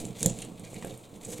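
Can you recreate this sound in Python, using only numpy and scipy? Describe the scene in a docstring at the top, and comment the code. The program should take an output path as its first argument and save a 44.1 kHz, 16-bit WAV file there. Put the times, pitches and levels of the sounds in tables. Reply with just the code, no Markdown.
"""A lemon half is pressed and twisted on a plastic hand juicer on a hollow metal appliance top.
Pulp crackles wetly from the start; the rubbing rind makes the top rumble. Near 0.25 s the rind groans,
the reamer slips and snaps twice against its cup, juice sprays and the cup knocks hard on the top.
Lighter knocks, pops and spurts follow; the cup rings near 0.85 s. From 1.25 s the rind groans again.
A small kitchen answers throughout."""
import sys
import numpy as np
from scipy import signal
from scipy.fft import rfft, irfft, next_fast_len
from scipy.io import wavfile
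from scipy.ndimage import map_coordinates

SR = 44100
rng = np.random.default_rng(int(sys.argv[2]) if len(sys.argv) > 2 else 0)


def put_to_file(sound):
    """Save the sound as 16-bit audio at rate SR, in the file named by the first command-line argument."""
    columns = np.atleast_2d(sound).T  # one column per channel
    safe = np.clip(columns, -1, 1)
    whole_steps = np.round(safe * 32767)
    wavfile.write(sys.argv[1], SR, whole_steps.astype(np.int16))


N = 61739

# Noise in the top, rubbed or struck: freq_hz, gain_db
TOP_NOISE_SPECTRUM = [(25, -3), (45, -4), (72, -17), (100, -5.5), (122, 5.5), (150, -5.5), (195, 1.5),
                      (255, -5.5), (310, 0.5), (370, -15), (450, -0.5), (520, -9.5), (590, -10.5),
                      (720, -13), (1100, -36), (1800, -44), (4000, -58)]


def snaps(slips):
    """The reamer hits its cup, plastic on plastic: a wet crack and a short bright ring."""
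    # freq_hz, level_db, base_t60_s
    reamer_modes = [(3320, -29, .05), (5650, -28, .012), (6380, -17, .01), (7080, -3, .012),
                    (7480, -11, .007), (8150, -8, .012), (9330, -15, .012), (11050, -17, .01),
                    (11950, -17, .01)]
    # freq_hz, gain_db
    crack_spectrum = [(500, -22), (1600, -19), (2400, -16), (4000, -14), (5100, -16), (6200, -7), (7200, 0),
                      (8500, -1), (10000, -8), (11700, -8), (13300, -19), (16000, -22)]
    rise_s, crack_base_t60_s = .00015, .009
    out, t = np.zeros(N), np.arange(SR // 10) / SR
    for start_s, level_db, pitch_ratio, t60_ratio in slips:
        crack = shaped(rng.standard_normal(len(t)), crack_spectrum)
        crack *= amp(-4 - 60 * t / (crack_base_t60_s * t60_ratio))
        modes = [(hz * pitch_ratio, db, t60_s * t60_ratio) for hz, db, t60_s in reamer_modes]
        attack = 1 - np.exp(-t / rise_s)
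        add(out, start_s, amp(level_db - 4) * (ring(modes, t, scatter_db=1) + crack) * attack)
    return out


def knocks():
    """A square knock booms in the top; a rim knock rings the cup, damped by the grip."""
    # start_s, top_db, cup_db, cup_t60_ratio
    hits = [(.052, -37, -36, 1), (.064, -56, -35, 0.7), (0.1, -33.5, -46, 0.5), (0.222, -33.5, -52, 0.7),
            (0.24, -37, -46, 0.5), (.2585, -15, -18, 0.9), (.308, -29, -40, 0.7), (.383, -35.5, -55, .6),
            (.517, -37.5, -38, 0.87), (0.597, -39.5, -59, .6), (0.631, -39, -46, 0.8),
            (.7315, -63, -31, 0.36), (.765, -37.5, -48, 0.2), (0.822, -34.5, -52, .5),
            (.8462, -46, -22.5, 0.68), (0.868, -37, -28.5, 0.45), (.9066, -46, -31.5, 0.72),
            (1.129, -42, -41.5, 0.54), (1.165, -39.5, -61, 0.5), (1.284, -37, -41, 0.6),
            (1.339, -39, -46, 0.5), (1.39, -37.5, -56, .6)]
    # freq_hz, level_db, t60_s (cup ungripped)
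    top_modes = [(43, -17, .28), (128, -6, .22), (170, -1, .1), (195, 2, .045), (240, -7, .035),
                 (325, -18, .1)]
    cup_modes = [(410, -3, .05), (454, -10, .12), (530, -3, .15), (600, -12, .035), (670, -9, .07),
                 (770, -12, .04), (1050, -24, .02)]
    # freq_hz, gain_db
    top_radiation = [(20, -18), (43, -4), (75, -13), (125, -3), (180, 1), (300, 0)]
    cup_radiation = [(100, -8.5), (400, -1.5)]
    out, t = np.zeros(N), np.arange(SR // 2) / SR
    for start_s, top_db, cup_db, cup_t60_ratio in hits:
        gripped = [(hz, db, t60_s * cup_t60_ratio) for hz, db, t60_s in cup_modes]
        cup = colour(struck(gripped, t, contact_s=.0011), lambda hz: along(cup_radiation, hz))
        top = colour(struck(top_modes, t, contact_s=.002), lambda hz: along(top_radiation, hz))
        add(out, start_s, amp(top_db - 4.5) * top + amp(cup_db - 4) * cup)
    return out


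def struck(modes, t, contact_s, thud_t60_s=.06):
    """A body's ring and a dull thud, softened by the contact time."""
    push = np.sin(np.pi * np.minimum(t / contact_s, 1)) ** 2
    thud = amp(-14 - 60 * t / thud_t60_s) * shaped(rng.standard_normal(len(t)), TOP_NOISE_SPECTRUM)
    return signal.fftconvolve(ring(modes, t, scatter_db=2) + thud, push / push.sum())[:len(t)]


def ring(modes, t, scatter_db):
    """Damped modes start together; their levels vary per strike."""
    return sum(amp(db + scatter_db * rng.standard_normal() - 60 * t / t60_s) * np.sin(2 * np.pi * hz * t)
               for hz, db, t60_s in modes)


def pulp():
    """Pulp ground on the ribs: bright fizz and lower squelch, in clumps."""
    # One list per twist: time_s, fizz_db, squelch_db
    twists = [
        [(0.0, -37, -49), (0.026, -44.5, -60), (0.056, -49, -59.5), (0.098, -53, -61), (0.12, -57, -65.5),
         (0.145, -61.5, -60), (0.198, -38.5, -51), (0.215, -44, -50.5)],
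        [(0.33, -56, -63), (0.348, -50.5, -60), (0.428, -50, -55.5), (0.566, -62, -67.5), (0.6, -56, -61),
         (0.628, -58, -65.5), (0.646, -52, -56), (0.7, -55, -64)],
        [(0.71, -52, -63), (0.756, -49.5, -56.5), (0.906, -53, -59.5), (1.028, -58.5, -68.5),
         (1.04, -55.5, -59.5), (1.088, -64.5, -73), (1.15, -56, -61.5), (1.19, -60, -76)],
        [(1.2, -63.5, -68), (1.238, -42.5, -53), (1.256, -57, -58), (1.264, -47.5, -66), (1.336, -38, -50),
         (1.354, -52, -62.5), (1.382, -40.5, -52), (1.39, -62, -64)],
    ]
    # freq_hz, gain_db
    fizz_spectrum = [(3000, -17.5), (5200, -10), (6300, -3), (7200, 0), (8600, -0.5), (10000, -6),
                     (11200, -8.5), (13000, -12.5), (16000, -22)]
    squelch_spectrum = [(600, 0.5), (1200, -8), (1600, -11), (2300, 0), (2900, -4), (3600, 1), (4400, -3),
                        (5200, -11.5), (8000, -13), (16000, -30)]
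    fizz_db, squelch_db = curves(np.vstack(twists))
    clumps = wobble(120)
    fizz = amp(fizz_db - 5 + 2 * clumps) * crackle(fizz_spectrum, hiss_db=-7.5)
    squelch = amp(squelch_db + 1 + 3 * clumps) * crackle(squelch_spectrum, hiss_db=-6)
    return fizz + squelch


def crackle(spectrum, hiss_db, cells_per_s=2600, spread_db=5.5):
    """Tiny cells tear over a smooth wet hiss; rms 1."""
    sizes = amp(spread_db * np.minimum(rng.exponential(size=N), 3))
    cells = (rng.random(N) < cells_per_s / SR) * sizes * rng.choice([-1, 1], N)
    return shaped(unit(cells) + amp(hiss_db) * rng.standard_normal(N), spectrum)


def pops(t60_s=.012):
    """Larger juice cells and pips pop, each a brief wet tick."""
    # start_s, level_db, tilt_db_per_octave
    bursts = [(0.015, -47, 15), (0.052, -23, 2.5), (.066, -35, 18), (0.198, -41, 19), (0.2071, -23, 2),
              (0.2188, -27, 8), (0.388, -24.5, 0), (0.419, -24, 10), (0.4225, -25.5, 0), (0.449, -31, 15),
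              (0.596, -33.5, 25), (0.65, -33.5, -4), (.743, -30, 16), (0.8248, -26.5, -10),
              (0.8471, -32.5, -6.5), (.849, -28, 33), (0.871, -33, 19), (0.908, -35.5, 1),
              (0.9755, -34.5, 29), (1.332, -27.5, -3), (1.381, -52, 13)]
    # freq_hz, gain_db
    spectrum = [(500, -25.5), (1600, -9.5), (2400, -1), (3800, -1), (5200, -9.5), (7200, 9), (8600, 4),
                (10000, -4.5), (11500, -10), (13500, -33), (16000, -57)]
    out, t = np.zeros(N), np.arange(SR // 20) / SR
    for start_s, level_db, tilt in bursts:
        burst = rng.standard_normal(len(t)) * amp(-60 * t / t60_s)
        tick = colour(burst, lambda hz: along(spectrum, hz) + tilt * np.log2(np.maximum(hz, 1000) / 6000))
        add(out, start_s, amp(level_db + 8) * tick / np.linalg.norm(tick))
    return out


def spurts(sharpness=9.5, rise_s=.00055):
    """A squirt of juice and air sounds the resonance of its pocket in the pulp."""
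    # start_s, level_db, pocket_hz, length_s
    squirts = [(.296, -33.5, 7300, .007), (.296, -44, 2840, 0.0078), (.397, -44, 3180, 0.0056),
               (.419, -40.5, 2870, .007), (.637, -53, 2240, 0.0073), (.666, -52, 2260, .0084),
               (.7425, -45.5, 2320, 0.0035), (.761, -44, 2350, 0.0066), (.762, -47.5, 3800, 0.0062),
               (.813, -57, 2970, 0.0046), (.8245, -37, 2200, 0.001), (.8445, -39.5, 1460, 0.0026),
               (.916, -62, 2480, 0.013), (.898, -53, 3400, 0.0035), (.909, -45.5, 3580, 0.0034),
               (1.036, -62, 3800, 0.04), (1.248, -36, 7740, 0.0073)]
    out, t = np.zeros(N), np.arange(SR // 10) / SR
    for start_s, level_db, pocket_hz, length_s in squirts:
        noise = rng.standard_normal(len(t))
        jet = colour(noise, lambda hz: -20 * np.log10(1 + (sharpness * np.log((hz + 1) / pocket_hz)) ** 2))
        envelope = (1 - np.exp(-t / rise_s)) * np.exp(-(t / length_s) ** 2)
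        add(out, start_s, amp(level_db) * unit(jet) * envelope)
    return out


def spray(slips, t60_s=.28):
    """Each snap flings out juice: a wet fizz that dies away."""
    # freq_hz, gain_db
    spectrum = [(1500, -26), (2600, -24), (3600, -9.5), (5100, -14), (6300, -6.5), (7300, 2.5),
                (8600, -11.5), (10000, -9), (12000, -33), (16000, -36)]
    out, t = np.zeros(N), np.arange(N) / SR
    for start_s, level_db, *_ in slips:
        add(out, start_s, amp(level_db - 32.5 - 60 * t / t60_s) * crackle(spectrum, hiss_db=-7.5))
    return out


def groans(jitter=.06, rough_db=3, overtone_db=-22, fade_s=.008):
    """The rind sticks and slips on the plastic: a rough note that rises as the twist tightens."""
    # One list per twist: time_s, pitch_hz, level_db
    twists = [
        [(.205, 426.3, -59), (.232, 428.5, -38.5), (.243, 450, -35.5), (.254, 486, -40)],
        [(1.255, 470.4, -68), (1.288, 455, -39), (1.315, 461, -56), (1.338, 487, -46), (1.375, 499.6, -58),
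         (1.397, 504, -39)],
    ]
    out, t = np.zeros(N), np.arange(N) / SR
    for twist in twists:
        pitch_hz, level_db = curves(twist)
        phase = 2 * np.pi * np.cumsum(pitch_hz * (1 + jitter * wobble(250))) / SR
        tone = np.sin(phase) + amp(overtone_db) * np.sin(2 * phase)
        start_s, end_s = twist[0][0], twist[-1][0]
        gate = np.clip(1 + np.minimum(t - start_s, end_s - t) / fade_s, 0, 1)
        out += gate * amp(level_db) * unit(amp(rough_db * wobble(150)) * tone)
    return out


def rubbing():
    """The rind judders over the ribs and shakes the top."""
    # One list per stretch: time_s, level_db
    stretches = [
        [(0.01, -35.5), (0.112, -48), (0.144, -57), (0.178, -45.5), (0.196, -58), (0.214, -40), (0.27, -36)],
        [(0.35, -46), (0.47, -46.5), (0.564, -52.5), (0.655, -50), (0.715, -53), (0.765, -44), (0.8, -46.5)],
        [(0.93, -46), (1.0, -57.5), (1.1, -60.5), (1.135, -49), (1.22, -53.5), (1.276, -44), (1.39, -51.5)],
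    ]
    level_db, = curves(np.vstack(stretches))
    judder = shaped(rng.standard_normal(N) * amp(1.13 * wobble(90)), TOP_NOISE_SPECTRUM)
    return amp(level_db + .5) * judder


def room(x, wet_db):
    """Direct sound plus the kitchen's tail."""
    # freq_hz, t60_s
    decay = [(150, 0.19), (1000, 0.33), (7000, 0.14), (15000, 0.1)]
    hz, t, noise = signal.stft(rng.standard_normal((2, SR // 2)), SR, nperseg=256)
    tail = signal.istft(noise * amp(-60 * t / along(decay, hz)[:, None]), SR, nperseg=256)[1]
    tail[:, :SR // 400] = 0  # 2.5 ms pre-delay
    wet = signal.fftconvolve(x[None], tail / np.linalg.norm(tail[0]), axes=1)[:, :N]
    return x + amp(wet_db) * stereo(*wet)


def room_noise(level_db=-54):
    """Quiet, steady, mostly low noise."""
    # freq_hz, gain_db
    spectrum = [(25, -5), (70, -7), (130, 4.5), (500, -0.5), (800, -5), (1200, -10.5), (1700, -23),
                (2500, -20.5), (4000, -21), (5300, -35), (7200, -19), (11000, -30.5), (16000, -29)]
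    return amp(level_db) * stereo(*shaped(rng.standard_normal((2, N)), spectrum))


def stereo(mid, side):
    """Left and right; the stereo image is narrow at 2.5-6.5 kHz and wide above 10 kHz."""
    # freq_hz, gain_db
    side_spectrum = [(100, -14), (500, -9.5), (1100, -4), (2500, -13), (4500, -24), (6500, -31), (8500, -5),
                     (12000, 6), (16000, 0)]
    side = colour(side, lambda hz: along(side_spectrum, hz))
    return np.array([mid + side, mid - side])


def amp(db):
    """Decibels to gain."""
    return 10 ** (np.asarray(db) / 20)


def unit(x):
    """Scale to rms 1."""
    return x / np.sqrt(np.mean(x ** 2) + 1e-20)


def along(points, hz):
    """Interpolate (freq_hz, value) points on a log axis."""
    freq_hz, values = np.transpose(points)
    return np.interp(np.log(hz + 1), np.log(freq_hz + 1), values)


def curves(rows):
    """One value per sample for each column after time_s."""
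    time_s, *columns = np.transpose(rows)
    return [np.interp(np.arange(N) / SR, time_s, column) for column in columns]


def wobble(knots_per_s):
    """Smooth random curve."""
    return map_coordinates(rng.standard_normal(4096), [np.arange(N) * knots_per_s / SR])


def colour(x, gain_db):
    """Minimum-phase filter with response gain_db(hz)."""
    size = 2 * next_fast_len(x.shape[-1])
    cepstrum = irfft(np.log(amp(gain_db(np.fft.rfftfreq(size, 1 / SR)))), size)
    cepstrum[1:size // 2] *= 2
    cepstrum[size // 2 + 1:] = 0
    return irfft(rfft(x, size) * np.exp(rfft(cepstrum)), size)[..., :x.shape[-1]]


def shaped(x, spectrum):
    """Filter by a spectrum table; rms 1."""
    return unit(colour(x, lambda hz: along(spectrum, hz)))


def add(track, start_s, sound):
    """Mix a sound into the track."""
    part = track[max(round(start_s * SR), 0):][:len(sound)]
    part += sound[:len(part)]


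def scene():
    """Juicer straight ahead, the top's boom a little to the right, over room noise."""
    # Reamer slips, two contacts each: start_s, level_db, pitch_ratio, t60_ratio
    slips = [(.2295, -6, 1.08, .55), (.2307, -14, 1.14, .7), (.2602, -4.5, 1, 1), (.2616, -13, 1.1, .8)]
    right_minus_left_db = 4.5
    pan = amp(np.array([[-1], [1]]) * right_minus_left_db / 2)
    boom = room(knocks() + rubbing() + groans(), wet_db=-12) * pan
    background = room_noise()
    reamer = room(snaps(slips), wet_db=-13.5)
    juice = room(pops() + spurts() + spray(slips) + pulp(), wet_db=-7.5)
    return boom + background + reamer + juice


def record(dry, cutoff_hz=16200):
    """Brick-wall low-pass."""
    size = next_fast_len(N + SR // 2)
    passband = np.fft.rfftfreq(size, 1 / SR) < cutoff_hz
    return irfft(rfft(dry, size) * passband, size)[:, :N]


dry = scene()
out = record(dry)
put_to_file(out)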